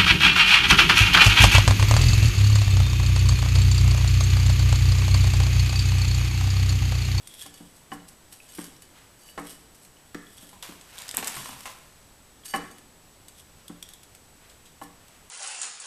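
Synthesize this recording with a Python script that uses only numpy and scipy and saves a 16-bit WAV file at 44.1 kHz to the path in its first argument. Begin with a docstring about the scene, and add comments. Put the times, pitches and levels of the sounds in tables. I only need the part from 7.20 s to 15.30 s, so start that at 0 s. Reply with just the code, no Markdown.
"""Dry kibble clinks and scrapes in a ceramic plate as a kitten digs through it: the pellets set the well,
bottom and rim ringing, and now and then the plate tips and knocks back down on the wooden floor.
Close to the microphone, cloth rubs and crackles, loudest midway, where sharp clicks join in. The place
is a small room, heard on one microphone, with a low rumble and the recorder's faint hiss and whine."""
import sys
import numpy as np
from scipy import signal
from scipy.fft import rfft, irfft, next_fast_len
from scipy.io import wavfile
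from scipy.ndimage import uniform_filter1d, map_coordinates

SR = 44100
rng = np.random.default_rng(int(sys.argv[2]) if len(sys.argv) > 2 else 0)


def put_to_file(sound):
    """Save the sound as 16-bit audio at rate SR, in the file named by the first command-line argument."""
    columns = np.atleast_2d(sound).T  # one column per channel
    safe = np.clip(columns, -1, 1)
    whole_steps = np.round(safe * 32767)
    wavfile.write(sys.argv[1], SR, whole_steps.astype(np.int16))


N = 357205
TIME = np.arange(N) / SR
HIT = np.arange(SR // 2) / SR  # time within one impact, s

# paw strokes in the plate: peak t/s, scrape level/dB, rim level/dB, ping level/dB, rise/s, fall/s
PAW_STROKES = [(.14, -51.5, -72, -54, 0.07, 0.045), (.205, -39.5, -70, -42.5, 0.015, 0.034),
               (.345, -55, -63, -61, .01, 0.14), (.56, -61, -66, -77, 0.11, .07),
               (.884, -49.5, -61, -76, .005, 0.024), (1.128, -46.5, -73, -70, 0.0086, 0.034),
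               (1.41, -45, -56, -54, 0.1, .07), (1.625, -59, -65, -70, .01, 0.032),
               (2.08, -53, -52, -70, .07, 0.048), (2.3, -45.5, -56, -57, 0.047, 0.057),
               (2.55, -53.5, -62, -75, 0.015, .025), (2.635, -50.5, -75, -79, .015, .02),
               (3.11, -62, -73, -66, 0.035, 0.078), (3.25, -52.5, -69, -60, 0.18, 0.099),
               (4.15, -40, -47, -50, 0.03, 0.13), (5.26, -41, -46, -70, 0.0067, .025),
               (5.29, -44, -43.5, -64, .012, 0.031), (5.362, -55, -49, -66, 0.011, 0.018),
               (5.47, -55, -56, -64, 0.062, .06), (6.2, -50, -61, -56.5, 0.03, .013),
               (6.7, -59, -70, -61, 0.024, 0.044)]
# modes of the plate's well, damped by the food: f/Hz, level/dB, t60/s
WELL_MODES = [(5730, 0.5, 0.018), (7350, -8, 0.12), (8500, 13.5, 0.01), (9120, 2, 0.058),
              (11000, 10.5, 0.017), (11400, 2.5, 0.037), (13300, 7.5, 0.015)]
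# bending modes of the plate's rim: f/Hz, level/dB, t60/s
RIM_MODES = [(612, -11, .2), (762, 3, .25), (795, 5, .12), (1030, -2, .09), (1069, 2, .22), (1121, 0, .26),
             (1366, -6, .2), (1502, -12, .22), (1680, -8, .2), (1733, -1.5, .22), (1888, -8, .2),
             (2042, -5, .2), (2961, 4, .22), (4605, 3, .11), (6480, 0, .075), (7100, -4, .06),
             (7430, -3, .05), (8400, 1, .05), (8560, 3, .08), (9980, 1, .05), (11200, 2, .04),
             (12100, 3, .05)]
# short ping of the plate's bottom: f/Hz, level/dB, t60/s
BOTTOM_MODES = [(3330, -3.5, 0.019), (3682, 1, 0.012), (3704, -8.5, 0.018)]
# spectrum of a pellet's contact with the glaze: f/Hz, level/dB
PELLET_SPECTRUM = [(300, -26), (1500, 2.5), (3000, 5), (6000, 6.5), (10000, 5.5), (14000, 4.5)]
# a light, glancing pellet hardly moves the rim's low modes: f/Hz, level/dB
GLANCE_SPECTRUM = [(600, -8), (1200, -22), (1750, 2), (2300, -10), (3000, 3), (4600, 5), (6500, 13.5),
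                   (9000, 2.5), (12000, 3), (14000, -1)]
def digging(spots=3):
    """Pellets jostle under the paw and after each knock; each spot on the glaze rings in its own way."""
    scrape, on_rim, on_bottom = gestures(PAW_STROKES)
    jolts = sum(amp(rim_db) * swell(s + 0.02, rise=0.012, fall=0.011)
                for s, _, _, rim_db, _ in PLATE_KNOCKS)
    scrape = np.hypot(scrape, amp(-11.5) * jolts)
    clumps = amp(2 * wobble(rate=60))
    well, rim, ping = np.zeros((3, N))
    for _ in range(spots):
        contacts = unit(grains(rate=350, spread_db=4) * clumps) / np.sqrt(spots)
        scratches = scrape * contacts
        well += through(scratches, ring(WELL_MODES, scatter_db=2)) + scratches
        rim += through(on_rim * contacts, ring(RIM_MODES, scatter_db=3))
        ping += through(on_bottom * contacts, ring(BOTTOM_MODES, scatter_db=3))
    plate = amp(-3) * colour(well, PELLET_SPECTRUM) + colour(rim, GLANCE_SPECTRUM) + ping
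    return room(plate, wet_db=-9.5)


# single pellets hitting the plate: t/s, tick level/dB, rim level/dB, ping level/dB
PELLET_CLINKS = [(0.0728, -37.5, -68, -47.5), (.1386, -43.5, -62, -49), (0.2218, -35, -49.5, -55),
                 (0.2623, -38.5, -55, -54), (0.34, -45, -51, -63), (1.1243, -44, -57, -72),
                 (1.2882, -55, -50.5, -66), (1.322, -48, -63, -66), (1.4416, -38, -55, -64),
                 (1.621, -43.5, -54, -63), (2.6494, -49, -69, -69), (2.946, -46, -66, -49),
                 (3.1804, -57, -55, -47), (3.237, -49, -56, -56), (3.291, -46, -58, -64),
                 (3.6116, -41.5, -56, -55), (5.256, -39, -53, -51), (5.281, -40, -52, -62),
                 (5.3052, -46, -45.5, -51), (5.362, -41, -49, -63), (5.513, -47, -53, -58),
                 (5.584, -44.5, -64, -60), (6.0832, -41.5, -55.5, -52), (6.4808, -39.5, -57, -43.5),
                 (6.6266, -33.5, -66, -37), (6.6884, -44, -56, -48), (6.7354, -41.5, -60, -48),
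                 (6.8322, -45.5, -62, -58), (6.9492, -43.5, -60, -62), (7.882, -49, -67, -64)]
def clinks(skid_s=0.0033):
    """A pellet strikes and skids briefly, ringing the well, the rim and the bottom."""
    out = np.zeros(N)
    for s, tick_db, rim_db, ping_db in PELLET_CLINKS:
        contact = burst(skid_s) * rng.random(len(HIT)) ** 3
        well = through(contact, ring(WELL_MODES, scatter_db=2.5))
        tick = colour(well + amp(3) * contact, PELLET_SPECTRUM)
        rim = colour(ring(RIM_MODES, scatter_db=3), GLANCE_SPECTRUM) * attack(skid_s)
        ping = ring(BOTTOM_MODES, scatter_db=2) * attack(0.0006)
        for db, part in (tick_db, tick), (rim_db, rim), (ping_db, ping):
            add(out, s, amp(db) * unit_peak(part))
    return room(out, wet_db=-8.5)


# the plate is pressed down or drops back: t/s, thud level/dB, scuff level/dB, rim level/dB, chatter/s
PLATE_KNOCKS = [(.259, -50, -46.5, -50, 0.0089), (0.401, -39.5, -53, -58, 0.032),
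                (.718, -38, -36, -33, .01), (1.385, -29.5, -34, -73, .008), (2.177, -35.5, -34, -35, 0.016),
                (2.946, -30.5, -33.5, -69, 0.0054), (3.225, -47.5, -50.5, -79, 0.0085),
                (3.489, -40, -48, -68, 0.0087), (5.338, -33, -29.5, -23, 0.023),
                (6.496, -34, -47, -74, 0.021), (7.615, -44.5, -39.5, -36, 0.0049)]
# modes of the floorboards under the plate: f/Hz, level/dB, t60/s
BOARD_MODES = [(173.3, -1, 0.41), (222, -0.5, 0.19), (290.2, 2, 0.29), (335.6, 2, 0.093), (380, -37, 0.37),
               (479, -13, 0.33), (526, -8, 0.037)]
# spectrum of the plate's foot scuffing the wood: f/Hz, level/dB
SCUFF_SPECTRUM = [(100, 2.5), (300, 15), (600, 11), (1050, 10), (2000, 10.5), (3000, 0), (8000, 14.5),
                  (14000, -1)]
def knocks():
    """The plate's foot thuds on the boards and chatters; harder landings ring higher rim modes."""
    out = np.zeros(N)
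    for s, thud_db, scuff_db, rim_db, chatter in PLATE_KNOCKS:
        tilt_db = 4 + 0.56 * (scuff_db - thud_db)  # more scuff, brighter thud
        # when the rim lands first, the weight reaches the boards a little later
        rise = 0.0018 + 0.046 / (1 + amp(thud_db - rim_db))
        punch = 1 + 1.96 * np.exp(-HIT / 0.0044)
        thud = ring(BOARD_MODES, scatter_db=0, tilt_db=tilt_db) * attack(rise) * punch
        rim = soften(ring(RIM_MODES, scatter_db=2.5), rim_db, usual_hz=1510, order=3)
        rim *= 1 + 7 * np.exp(-HIT / chatter)  # loudest until the foot has settled
        scuff = soften(colour(burst(chatter), SCUFF_SPECTRUM), scuff_db, usual_hz=1600, order=2)
        add(out, s, amp(thud_db) * unit_peak(thud))
        add(out, s, amp(scuff_db) * unit_peak(room(scuff, wet_db=-5)))
        add(out, s, amp(rim_db) * unit_peak(room(rim, wet_db=-12)))
    return out


# pellets knocking together, each pair at its own pitch: t/s, level/dB, f/Hz
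PELLET_PAIRS = [(1.202, -44.5, 2580), (1.565, -50, 5500), (2.088, -46.5, 3030), (2.769, -53, 2950),
                (3.068, -52, 3350), (5.236, -51, 3300)]
def pellet_ticks(t60_s=0.016):
    """A dry pellet struck by another rings with one brief, rough mode."""
    out = np.zeros(N)
    for s, db, hz in PELLET_PAIRS:
        tick = through(burst(0.001), ring([(hz, 0, t60_s)], scatter_db=0))
        add(out, s, amp(db) * unit_peak(tick))
    return room(out, wet_db=-9)


# cloth swishing close to the microphone: peak t/s, rub level/dB, crackle level/dB, rise/s, fall/s
CLOTH_SWISHES = [(1.78, -54, -74, .04, 0.084), (3.427, -43, -44.5, 0.0022, 0.09),
                 (3.8, -45.5, -47.5, 0.085, 0.2), (3.98, -32, -50, 0.0083, 0.022),
                 (4.075, -39.5, -40, 0.047, 0.12), (4.26, -48, -47.5, 0.12, 0.23),
                 (4.458, -43.5, -41.5, 0.0025, 0.055), (6.4, -61, -76, .07, .05),
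                 (7.25, -58, -73, 0.054, 0.14), (7.95, -59, -76, .17, 0.23)]
# dull flaps of the cloth: t/s, flap level/dB, bump level/dB, decay/s
CLOTH_FLAPS = [(3.33, -47, -53, 0.0095), (3.429, -43, -80, 0.0026), (3.523, -41.5, -51, 0.0019),
               (3.941, -34.5, -58, 0.0074), (3.977, -33.5, -36, 0.0024), (4.026, -31, -50, 0.0078),
               (4.167, -34, -41, 0.006), (4.258, -33, -63, 0.0042), (4.291, -38, -41.5, .005),
               (4.33, -43, -66, .004), (4.456, -34, -65, 0.014)]
# spectra of the cloth's rub, crackle and flaps: f/Hz, level/dB
RUB_SPECTRUM = [(40, -17), (90, -23), (140, -20), (300, -8), (600, 3), (1050, 4.5), (1600, 5), (3000, 4),
                (5000, -4), (14000, -10)]
CRACKLE_SPECTRUM = [(500, -113), (2500, -6), (4000, -2), (6000, -1), (8400, -2.5), (9500, -3.5),
                    (12000, -5), (14000, -6.5)]
FLAP_SPECTRUM = [(100, -10), (500, -10.5), (800, -1.5), (1150, -2), (1600, -10), (2500, -8.5), (5000, -22),
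                 (14000, -27)]
def cloth():
    """Fabric slides by the microphone, rubbing and crackling; the room answers only its flaps."""
    rubbing, crackling = gestures(CLOTH_SWISHES)
    rub = rubbing * unit(colour(grains(rate=3500, spread_db=3), RUB_SPECTRUM))
    crackle = crackling * unit(colour(grains(rate=1700, spread_db=5), CRACKLE_SPECTRUM))
    flaps = np.zeros(N)
    for s, flap_db, bump_db, decay in CLOTH_FLAPS:
        flap = colour(burst(decay), FLAP_SPECTRUM)
        bump = colour(burst(0.022), [(60, -27), (135, 0), (280, -7), (700, -22.5)])
        add(flaps, s, amp(flap_db) * unit_peak(flap) + amp(bump_db) * unit_peak(bump))
    return rub + crackle + room(flaps, wet_db=-3.5)


# sharp, bright clicks close to the microphone: t/s, level/dB, centre f/Hz, decay/s
CLOSE_CLICKS = [(3.426, -32.5, 3650, 0.0044), (3.7816, -35, 4000, 0.0013), (3.7874, -32, 3600, 0.0014),
                (3.8196, -34, 4000, 0.0028), (3.881, -35, 5500, 0.0028), (3.8912, -27, 5000, 0.0016),
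                (3.9118, -27.5, 4500, 0.0019), (3.947, -29, 9000, 0.0019), (3.9701, -13.5, 10200, 0.00054),
                (4.0445, -27, 5840, 0.0026), (4.073, -21.5, 7440, 0.0032), (4.0787, -25, 5950, 0.0031),
                (4.4068, -39, 5030, 0.0024), (4.457, -36, 3200, 0.0015), (7.2963, -50.5, 4000, 0.014),
                (7.4552, -52, 3800, 0.021)]
# spectrum of the clicks, with two treble resonances: f/Hz, level/dB
CLICK_SPECTRUM = [(3000, 4.5), (6000, -2.5), (7300, 1), (8200, 4.5), (9800, -5), (11200, 3.5), (12500, -6),
                  (14000, -1.5)]
def close_clicks():
    """Brief, bright bursts of noise, each around its own centre frequency."""
    out = np.zeros(N)
    for s, db, hz, decay in CLOSE_CLICKS:
        click = colour(burst(decay), [(hz / 8, -20), (hz / 2, -12), (hz, 0), (hz * 4, -8)])
        add(out, s, amp(db) * unit_peak(colour(click, CLICK_SPECTRUM)))
    return room(out, wet_db=-8.5)


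# decay of the small room around the microphone: f/Hz, t60/s
ROOM_DECAY = [(150, 1), (800, 0.51), (2200, 0.63), (6000, 0.47), (13000, 0.21)]
def room(x, wet_db):
    """The direct sound plus the room's diffuse tail, whose treble dies first."""
    hz, t, noise = signal.stft(rng.standard_normal(len(HIT)), SR, nperseg=256)
    decay = amp(-60 * t / along(ROOM_DECAY, hz)[:, None])
    _, tail = signal.istft(noise * decay, SR, nperseg=256)
    tail = np.pad(tail, (200, 0)) / np.linalg.norm(tail)  # 4.5 ms behind the direct sound
    return x + amp(wet_db) * through(x, tail)


# noise floor, from the room's rumble up to the recorder's hiss: f/Hz, level/dB
NOISE_FLOOR = [(12, 0), (22, 0.5), (100, -1), (455, -8.5), (855, -10.5), (2170, -15.5), (5670, -18),
               (8500, -18), (12900, -22), (14000, -21)]
def background(whine_hz=7882, whine_db=-63, warble_hz=30):
    """Room rumble, recorder hiss and an electronic whine that steps up and down and sometimes sags."""
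    hiss = amp(-54.5) * unit(colour(rng.standard_normal(N), NOISE_FLOOR))
    cycle, within = np.divmod(warble_hz * TIME, 1)
    sags = rng.random(int(cycle[-1]) + 1) < 0.3
    pitch = whine_hz + np.where(within < 0.5, 17, -17 - 60 * sags[cycle.astype(int)])
    return hiss + amp(whine_db) * np.sin(2 * np.pi * np.cumsum(pitch) / SR)


def ring(modes, scatter_db, tilt_db=0):
    """Struck modes: damped sines of scattered strength, tilted by tilt_db per octave, total energy 1."""
    hz, db, t60 = np.transpose(modes)[:, :, None]
    strength = db + tilt_db * np.log2(hz) + scatter_db * rng.standard_normal(hz.shape)
    sign = (-1) ** np.arange(len(hz))[:, None]
    y = np.sum(sign * amp(strength - 60 * HIT / t60) * np.sin(2 * np.pi * hz * HIT), 0)
    return y / np.linalg.norm(y)


def soften(x, db, usual_hz, order, usual_db=-38.5, db_per_octave=17.5):
    """The low-pass of a contact, which opens as the blow gets harder."""
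    cutoff = np.clip(usual_hz * 2 ** ((db - usual_db) / db_per_octave), 900, SR / 3)
    return signal.lfilter(*signal.butter(order, cutoff, fs=SR), x)


def burst(decay_s):
    """Noise that dies with the given time constant."""
    return rng.standard_normal(len(HIT)) * np.exp(-HIT / max(decay_s, 1e-4))


def attack(rise_s):
    """An onset that climbs towards 1 with the given time constant."""
    return 1 - np.exp(-HIT / rise_s)


def grains(rate, spread_db):
    """Random tiny impacts of uneven size, about rate a second, rms 1."""
    size = amp(spread_db * np.clip(rng.standard_normal(N), -2, 2))
    sign = np.sign(rng.standard_normal(N))
    return unit(size * sign * (rng.random(N) < rate / SR))


def swell(s, rise, fall):
    """An envelope that grows to 1 at time s and dies away, with these time constants."""
    distance = np.maximum((s - TIME) / max(rise, 1e-4), (TIME - s) / max(fall, 1e-4))
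    return np.exp(-distance.clip(0, 20))


def gestures(rows):
    """One envelope per level column of a table of swells; overlapping swells add in power."""
    power = sum(np.outer(amp(levels), swell(s, rise, fall)) ** 2 for s, *levels, rise, fall in rows)
    return np.sqrt(power)


def wobble(rate):
    """A smooth random curve, rate knots a second."""
    return map_coordinates(rng.standard_normal(int(N * rate / SR) + 4), [TIME * rate])


def colour(x, spectrum, size=4096):
    """x through a minimum-phase filter shaped like the given spectrum."""
    gain = amp(along(spectrum, np.fft.rfftfreq(size, 1 / SR)))
    cepstrum = irfft(np.log(gain))
    cepstrum[1:size // 2] *= 2
    cepstrum[size // 2 + 1:] = 0
    response = irfft(np.exp(rfft(cepstrum)))
    return through(x, response / np.linalg.norm(response))


def through(x, response):
    """x convolved with an impulse response, at its own length."""
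    return signal.fftconvolve(x, response)[:len(x)]


def along(points, hz):
    """Interpolate (f/Hz, value) points on a log frequency axis."""
    f, values = np.transpose(points)
    return np.interp(np.log(hz + 1), np.log(f + 1), values)


def amp(db):
    """Decibels to gain."""
    return 10 ** (np.asarray(db) / 20)


def unit(x):
    """Scale to rms 1."""
    return x / np.sqrt(np.mean(x ** 2) + 1e-20)


def unit_peak(x):
    """Scale so that the loudest 3 ms have rms 1."""
    return x / np.sqrt(uniform_filter1d(x ** 2, 130).max() + 1e-20)


def add(track, s, sound):
    """Mix a sound in at time s."""
    part = track[max(round(s * SR), 0):][:len(sound)]
    part += sound[:len(part)]


def scene():
    """Everything at one microphone."""
    return (knocks() + clinks() + digging() + cloth() + close_clicks() + background() + pellet_ticks())[None]


TOP_HZ = 14100
def record(dry):
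    """The recorder keeps nothing above its band limit."""
    size = next_fast_len(N + SR // 2)
    passband = np.fft.rfftfreq(size, 1 / SR) < TOP_HZ
    return irfft(rfft(dry, size) * passband, size)[:, :N]


dry = scene()
out = record(dry)
put_to_file(out)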